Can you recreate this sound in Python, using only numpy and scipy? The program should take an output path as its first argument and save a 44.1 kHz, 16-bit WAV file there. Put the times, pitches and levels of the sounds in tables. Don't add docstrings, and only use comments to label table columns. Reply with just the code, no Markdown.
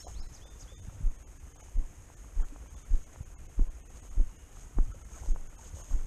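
import sys
import numpy as np
from scipy import signal
from scipy.fft import rfft, irfft, next_fast_len
from scipy.io import wavfile
from scipy.ndimage import uniform_filter1d

SR = 44100
rng = np.random.default_rng(int(sys.argv[2]) if len(sys.argv) > 2 else 0)


def gain_from_decibels(decibels):
    exponent = np.asarray(decibels, float) / 20
    return 10 ** exponent


def store_wav(level_fs):
    pcm = np.round(np.clip(np.atleast_2d(level_fs), -1, 1) * 32767)
    wavfile.write(sys.argv[1], SR, pcm.T.astype(np.int16))


N = 267378


def evened(x):
    return x / np.sqrt(np.mean(x ** 2) + 1e-20)


def add(mix, s, sound):
    part = mix[round(s * SR):][:len(sound)]
    part += sound[:len(part)]


def coloured(x, points):
    hz, db = np.transpose(points)
    size = next_fast_len(N)
    bin_hz = np.fft.rfftfreq(size, 1 / SR)
    shape_db = np.interp(np.log(bin_hz + 1), np.log(hz + 1), db, left=-90, right=-90)
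    return evened(irfft(rfft(x, size) * gain_from_decibels(shape_db), size)[:N])


def lumpy(per_s, depth_db):
    lumps = evened(uniform_filter1d(rng.standard_normal(N), int(SR / per_s)))
    return rng.standard_normal(N) * gain_from_decibels(depth_db * lumps)


def patchy(frames, bins, depth_db):
    a, b, patches = rng.standard_normal((3, N // 64 + 8, 129))
    patches = uniform_filter1d(patches, frames, 0)
    patches = evened(uniform_filter1d(patches, bins, 1))
    spectrum = (a + 1j * b) * gain_from_decibels(depth_db * patches)
    return signal.istft(spectrum.T, nperseg=256, noverlap=192)[1][:N]


# start_s, level_db (over the usual)
STIR = [(0, 3), (.4, 2.5), (.95, 2), (1.35, -1.5), (2.0, -0.5), (2.6, 0.5), (3.1, 1), (3.5, -1),
        (3.85, -0.5), (4.15, 2), (4.45, -2), (5.05, 2), (5.5, 2), (6.06, 1.5)]
# peak_s, length_s, cloth_level_db, grass_level_db
BRUSHES = [(0, 0.049, -61, -52.5), (0.096, 0.031, -70, -54.5), (0.206, 0.021, -58.5, -62.5),
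           (0.353, 0.02, -65, -59), (0.612, 0.021, -65, -59), (1.62, 0.052, -60, -59.5),
           (2.182, 0.073, -68, -63), (2.416, 0.046, -57, -59.5), (2.775, 0.072, -69, -63),
           (2.978, 0.065, -71, -61.5), (3.132, 0.053, -63, -73), (3.971, 0.028, -59.5, -58),
           (4.067, .04, -70, -60), (4.6, .045, -61.5, -57), (5.157, 0.04, -54.5, -55),
           (5.257, 0.072, -63, -56.5), (5.648, 0.047, -56.5, -55), (5.8, 0.043, -55.5, -51.5),
           (5.912, 0.031, -61, -53.5), (5.992, 0.062, -63, -60)]


def motion(usual_db, share, column=None):
    t = np.arange(0, N, 64) / SR
    power = gain_from_decibels(usual_db + share * np.interp(t, *np.transpose(STIR))) ** 2
    for row in BRUSHES if column else []:
        late = (t - row[0]) / row[1]
        late = np.where(late < 0, late / 0.9, late)
        power = power + (gain_from_decibels(row[column]) * np.exp(-late ** 2 / 2)) ** 2
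    return np.interp(np.arange(N) / SR, t, np.sqrt(power))


# hz, level_db (per Hz)
RUMBLE = [(7.1, -26), (12, -4), (57, 0), (141, -19.5), (189, -23), (226, -25.5), (277, -25.5), (400, -31.5),
          (520, -34), (880, -120)]


def housing_rumble():
    return gain_from_decibels(4.5) * motion(usual_db=-52.5, share=0.4) * coloured(lumpy(30, 2.37), RUMBLE)


# hz, level_db (per Hz)
RUSTLE = [(88, -41.5), (150, -12), (183, 1), (423, -4.5), (464, 0.5), (1100, -4), (1310, -6), (2500, -15),
          (3250, -44.5), (5500, -120)]


def cloth_rustle():
    friction = coloured(patchy(frames=6, bins=4, depth_db=4.5), RUSTLE)
    return gain_from_decibels(-2.6) * motion(usual_db=-63.5, share=1.1, column=2) * friction


def stems():
    per_s, spread_db = 280, 5
    chance, size, sign = rng.random((3, N))
    return evened((chance < per_s / SR) * gain_from_decibels(-spread_db * np.log(size + .02)) * (sign - .5))


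# hz, level_db (per Hz)
SWISH = [(1760, -50), (3000, -13.5), (4420, -23), (4990, -17.5), (5860, -14), (6500, 2), (7250, -9.5),
         (8800, -11.5), (10100, -27.5), (11200, -22), (14000, -26.5)]


def grass_swish():
    blades = evened(patchy(frames=4, bins=40, depth_db=2.0)[:N])
    grass = coloured(blades + gain_from_decibels(-9.5) * stems(), SWISH)
    return gain_from_decibels(-1.5) * motion(usual_db=-63.5, share=0.42, column=3) * grass


def whistle(rows):
    s, hz, db = np.transpose(rows)
    t = np.arange(s[0], s[-1], 1 / SR)
    tone = np.sin(2 * np.pi * np.cumsum(np.interp(t, s, hz)) / SR)
    return s[0], np.sqrt(2) * gain_from_decibels(np.interp(t, s, db)) * tone * signal.windows.tukey(len(t), .15)


# start_s, pitch_hz, level_db
OPENING = [
    [(0, 5220, -48.5), (.015, 5550, -54), (.022, 4490, -71.5), (.032, 4040, -67.5), (.048, 4020, -59.5)],
    [(.128, 2980, -70), (.141, 3110, -67.5), (.166, 4040, -63.5), (.19, 4626, -62.5), (.212, 5400, -56),
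     (.219, 5050, -57), (.224, 4480, -70), (.235, 4020, -62.5), (.246, 3920, -62)],
]
# start_s, pitch_hz, level_db
PHRASE = [
    [(0, 5520, -64), (.005, 6300, -51), (.012, 7300, -70)],
    [(.009, 4900, -58.5), (.016, 6000, -50), (.023, 7100, -54)],
    [(.025, 4950, -60), (.033, 5030, -56.5), (.04, 4300, -67), (.047, 3300, -63)],
    [(.071, 2740, -74), (.078, 2940, -65), (.089, 3330, -61.5), (.103, 3480, -62), (.145, 3595, -65.5),
     (.2, 3580, -72), (.27, 3570, -78)],
]
# start_s, level_db
PHRASE_AT = [
    (.334, -2),
    (0.595, -1.5),
]
# start_s, pitch_hz, level_db
FAR = [
    [(2.76, 3470, -73), (2.8, 3600, -81), (2.85, 3530, -74)],
    [(4.2, 2790, -82), (4.4, 2890, -76), (4.48, 2800, -77.5)],
]


def bird():
    song = np.zeros(N)
    for rows in OPENING + FAR:
        add(song, *whistle(rows))
    for start, db in PHRASE_AT:
        for rows in PHRASE:
            s, note = whistle(rows)
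            add(song, start + s, gain_from_decibels(db) * note)
    t = np.arange(SR) / SR
    trees = rng.standard_normal(len(t)) * gain_from_decibels(-60 * t / 1.1) * (t > .004)
    return song + gain_from_decibels(-6.0) * signal.oaconvolve(song, trees / np.linalg.norm(trees))[:N]


# hz, level_db (per Hz)
HISS = [(88, -24.5), (150, 1), (189, -29.5), (293, -4), (329, -10), (399, -9), (502, -13.5), (859, -16.5),
        (1120, -18), (1240, -15.5), (2610, -18.5), (4380, -34), (6560, -20), (11900, -27), (14700, -37.5)]


def self_noise():
    return gain_from_decibels(-63.5) * coloured(rng.standard_normal(N), HISS)


LEAD_S = 0.12


def jolt(db, hz, rise, fall, slowing):
    t = np.arange(-LEAD_S, .2, 1 / SR)
    lead = t * (1 + (t / 0.087) ** 2)
    rebound = t * (slowing + (1 - slowing) * np.exp(-abs(t) / 0.0066))
    angle = 2 * np.pi * hz * np.where(t < 0, lead, rebound)
    onset = np.exp(-.8 * abs(t) / rise - (t / rise / 1.35) ** 8)
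    swing = np.where(t < 0, onset, np.exp(-(abs(t) / fall) ** 1.5))
    return -gain_from_decibels(db) * swing * np.cos(angle + 0.25 * np.sin(angle))


# peak_s, level_db, swing_hz, length_s, direction (1 down, -1 up)
SWAYS = [(0.159, -38, 27, 0.0098, -1), (.815, -42.5, 90, 0.021, -1), (0.875, -41, 163, 0.0045, -1),
         (0.886, -30.5, 65, 0.0046, -1), (0.911, -40, 33, 0.011, -1), (0.959, -45, 98, 0.028, -1),
         (.993, -43, 39, .01, -1), (1.01, -32, 105, 0.006, -1), (1.03, -39, 125, 0.011, -1),
         (1.847, -31.5, 20, 0.021, 1), (2.519, -37, 24, 0.045, 1), (3.21, -27.5, 65, 0.0044, -1),
         (3.683, -28.5, 21.3, 0.027, 1), (4.132, -32, 18.6, 0.03, 1), (4.272, -33, 27, 0.026, 1),
         (4.759, -42, 126, 0.011, -1), (4.889, -39, 99, 0.017, -1), (4.906, -35.5, 41, 0.033, 1),
         (2.0, -45.5, 99, 0.019, 1), (5.416, -33, 17.2, 0.053, 1), (5.744, -33.5, 77, 0.013, -1),
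         (6.003, -26, 24, 0.051, 1)]


def housing_sways():
    out = np.zeros(N)
    for s, db, hz, length, direction in SWAYS:
        add(out, s - LEAD_S, np.sign(direction) * jolt(db, hz, length, length, 1))
    return out


def struck_shell(rows):
    out, t = np.zeros(N), np.arange(4000) / SR
    for s, db, hz, t60, edge_db in rows:
        ring = gain_from_decibels(-60 * t / t60) * np.sin(2 * np.pi * hz * t)
        edge = gain_from_decibels(edge_db - 60 * t / 0.0031) * np.sin(2 * np.pi * 790 * t)
        add(out, s, gain_from_decibels(db) * (ring + edge) * (1 - np.exp(-t / 0.00023)))
    return signal.sosfilt(signal.butter(4, 1696, fs=SR, output='sos'), out)


# start_s, level_db, ring_hz, t60_s
THUDS = [(.045, -47, 600, .05), (0.0542, -43.5, 716, 0.012), (.0682, -31, 715, 0.0094),
         (.0722, -36.5, 688, 0.018), (.082, -37.5, 685, 0.01), (.092, -49, 834, 0.019),
         (0.454, -47, 550, 0.037), (.72, -48, 520, 0.044), (1.789, -43.5, 293, 0.13),
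         (2.432, -43.5, 1360, .02), (2.523, -44.5, 293, 0.13), (2.938, -38.5, 300, 0.035),
         (4.178, -42, 216, 0.027), (4.57, -42.5, 1190, 0.01), (4.916, -53.5, 1314, .12),
         (4.945, -45.5, 530, 0.056), (5.015, -57.5, 1320, .1), (5.14, -54.5, 1307, .1),
         (5.165, -47, 677, .02), (5.224, -48, 760, .03), (5.287, -34.5, 257, 0.017),
         (5.59, -51.5, 904, 0.055), (5.77, -46, 535, 0.031)]


def strap_thuds():
    return struck_shell([(s, db, hz, t60, -20) for s, db, hz, t60 in THUDS])


# deepest_s, level_db, swing_hz, fall_s, slowing (rebound factor)
STEPS = [
    (0.2, -29.5, 25.2, 0.06, 0.72),
    (1.071, -16, 27.9, 0.025, 0.57),
    (1.79, -16.5, 28.95, 0.021, 0.49),
    (2.401, -16.5, 27.3, 0.03, 0.66),
    (2.943, -13.5, 28.3, 0.026, 0.52),
    (3.616, -13.5, 26.9, 0.023, 0.76),
    (4.207, -12.5, 27.7, .024, 0.57),
    (4.805, -13.6, 28, 0.029, 0.7),
    (5.313, -15.5, 25.9, 0.029, 0.61),
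    (5.946, -18.5, 24.7, 0.039, 0.88),
]


def heel_strikes():
    out = np.zeros(N)
    for s, db, hz, fall, slowing in STEPS:
        add(out, s - LEAD_S, jolt(db, hz, 0.028, fall, slowing))
    return out


# hz, level_db (per Hz)
CRUNCH = [(70, -15.5), (110, -0.5), (250, -0.5), (400, -9), (900, -23), (1500, -44)]


def soil_crunch(jolts):
    load = uniform_filter1d(abs(jolts), size=900)
    return gain_from_decibels(-30) * load * coloured(lumpy(80, 2.7), CRUNCH)


# start_s, level_db, ring_hz, t60_s, edge_level_db
KNOCKS = [(2.101, -46, 810, 0.009, 9), (2.41, -44.5, 393, 0.011, 2), (2.561, -41.5, 497, 0.0035, 11.5),
          (2.66, -57, 1020, 0.013, 19), (3.1598, -37.5, 1015, 0.003, 2), (3.594, -21.5, 229, 0.019, -11),
          (4.199, -41.5, 510, 0.015, 1), (4.786, -17.5, 246, 0.013, -1.5), (5.235, -40, 840, 0.011, -8),
          (5.26, -45, 555, 0.026, -1), (5.282, -46, 1470, 0.0043, -1), (5.3608, -32.5, 950, 0.0038, 3)]


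def buckle_knocks():
    return struck_shell(KNOCKS)


# start_s, level_db
SNAPS = [
    (2.486, -49),
    (2.957, -50),
    (3.973, -51),
    (5.26, -47),
    (4.529, -56),
    (5.592, -55),
]


def stem_snaps():
    out = np.zeros(N)
    for s, db in SNAPS:
        out[round(s * SR)] = gain_from_decibels(db + 15.5)
    port = signal.lfilter(*signal.iirpeak(6500, 4., SR), out)
    return signal.lfilter(*signal.butter(2, [900, 7500], 'band', fs=SR), out) + port


def scene():
    jolts = housing_sways() + heel_strikes()
    blows = strap_thuds() + buckle_knocks()
    layers = housing_rumble() + cloth_rustle() + grass_swish()
    return (layers + bird() + jolts + soil_crunch(jolts) + blows + stem_snaps())[None]


# hz, level_db
USUAL_STEP = [(0, -8.), (1000, 4.), (4300, 9.), (7000, 3.), (10300, 11.), (11500, 9.), (14800, 13.)]
# edge_hz (starves above), extra_step_db
STARVED = [(430, 12.5), (750, 13), (1200, 13), (1700, 14.5)]
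STARVED_DEEP = [.749, .771, 1.389, 1.539, 3.885, 4.931]
STARVED_LOW = [.045, .28, .813, 1.624, 2.157, 2.84, 3.053, 3.245, 3.48, 4.013, 4.099, 4.376, 5.037, 5.336]
STARVED_MID = [.067, .493, 1.176, 1.24, 1.261, 1.773, 2.691, 2.755, 3.373, 3.821, 3.843, 5.485, 5.827]
STARVED_HIGH = [.216, .451, 1.091, 1.581, 2.435, 3.352, 3.693, 5.571]


def camera_rounding(x):
    hop, first = 941, 94
    n, k = np.arange(2 * hop), np.arange(hop)
    window = signal.windows.kaiser_bessel_derived(2 * hop, 4 * np.pi)
    basis = np.sqrt(2 / hop) * window * np.cos(np.pi / hop * np.outer(k + .5, n + .5 + hop / 2))
    padded = np.pad(x, (2 * hop - first, 2 * hop))
    starts = np.arange(0, len(padded) - 2 * hop, hop)
    lines = padded[starts[:, None] + n] @ basis.T
    hz = (k + .5) * SR / 2 / hop
    level_db = 20 * np.log10(abs(lines) + 1e-9)
    local_db = uniform_filter1d(level_db, size=120, axis=1)
    step_db = local_db + np.interp(hz, *np.transpose(USUAL_STEP))

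    jolt_db = np.maximum(level_db.max(1) + 8, 0)
    bands = uniform_filter1d(rng.standard_normal((len(starts), 60)), size=3, axis=0)[:, k // 16]
    step_db += (9 * bands + .45 * jolt_db[:, None]) * (hz / 14000) ** 2
    top_hz = 14550 + 600 * bands[:, 0] - 60 * jolt_db

    kept = np.ones((len(starts), 1))
    lists = (STARVED_DEEP, STARVED_LOW, STARVED_MID, STARVED_HIGH)
    for times, (edge_hz, extra_db) in zip(lists, STARVED):
        starving = hz > edge_hz
        for s in times:
            frame = round((s * SR - first) / hop) + 1
            step_db[frame, starving] = local_db[frame, starving] + 5.5 + extra_db
            step_db[frame] += 5 * (hz / 14000) ** 2
            kept[frame] = np.clip(extra_db / 15, .6, 1)

    rounded = np.round(lines / gain_from_decibels(step_db)) * gain_from_decibels(step_db) * (hz < top_hz[:, None])
    error = kept * (rounded - lines)
    for start, part in zip(starts, error @ basis):
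        add(padded, start / SR, part)
    return padded[2 * hop - first:][:N]


def band_limit(x):
    return signal.sosfilt(signal.butter(12, 14820, fs=SR, output="sos"), x)


def record(dry):
    sealed = signal.lfilter(*signal.butter(1, 6, 'high', fs=SR), dry[0])
    mix = camera_rounding(sealed + self_noise())[None]
    return band_limit(mix)


dry = scene()
out = record(dry)
store_wav(out)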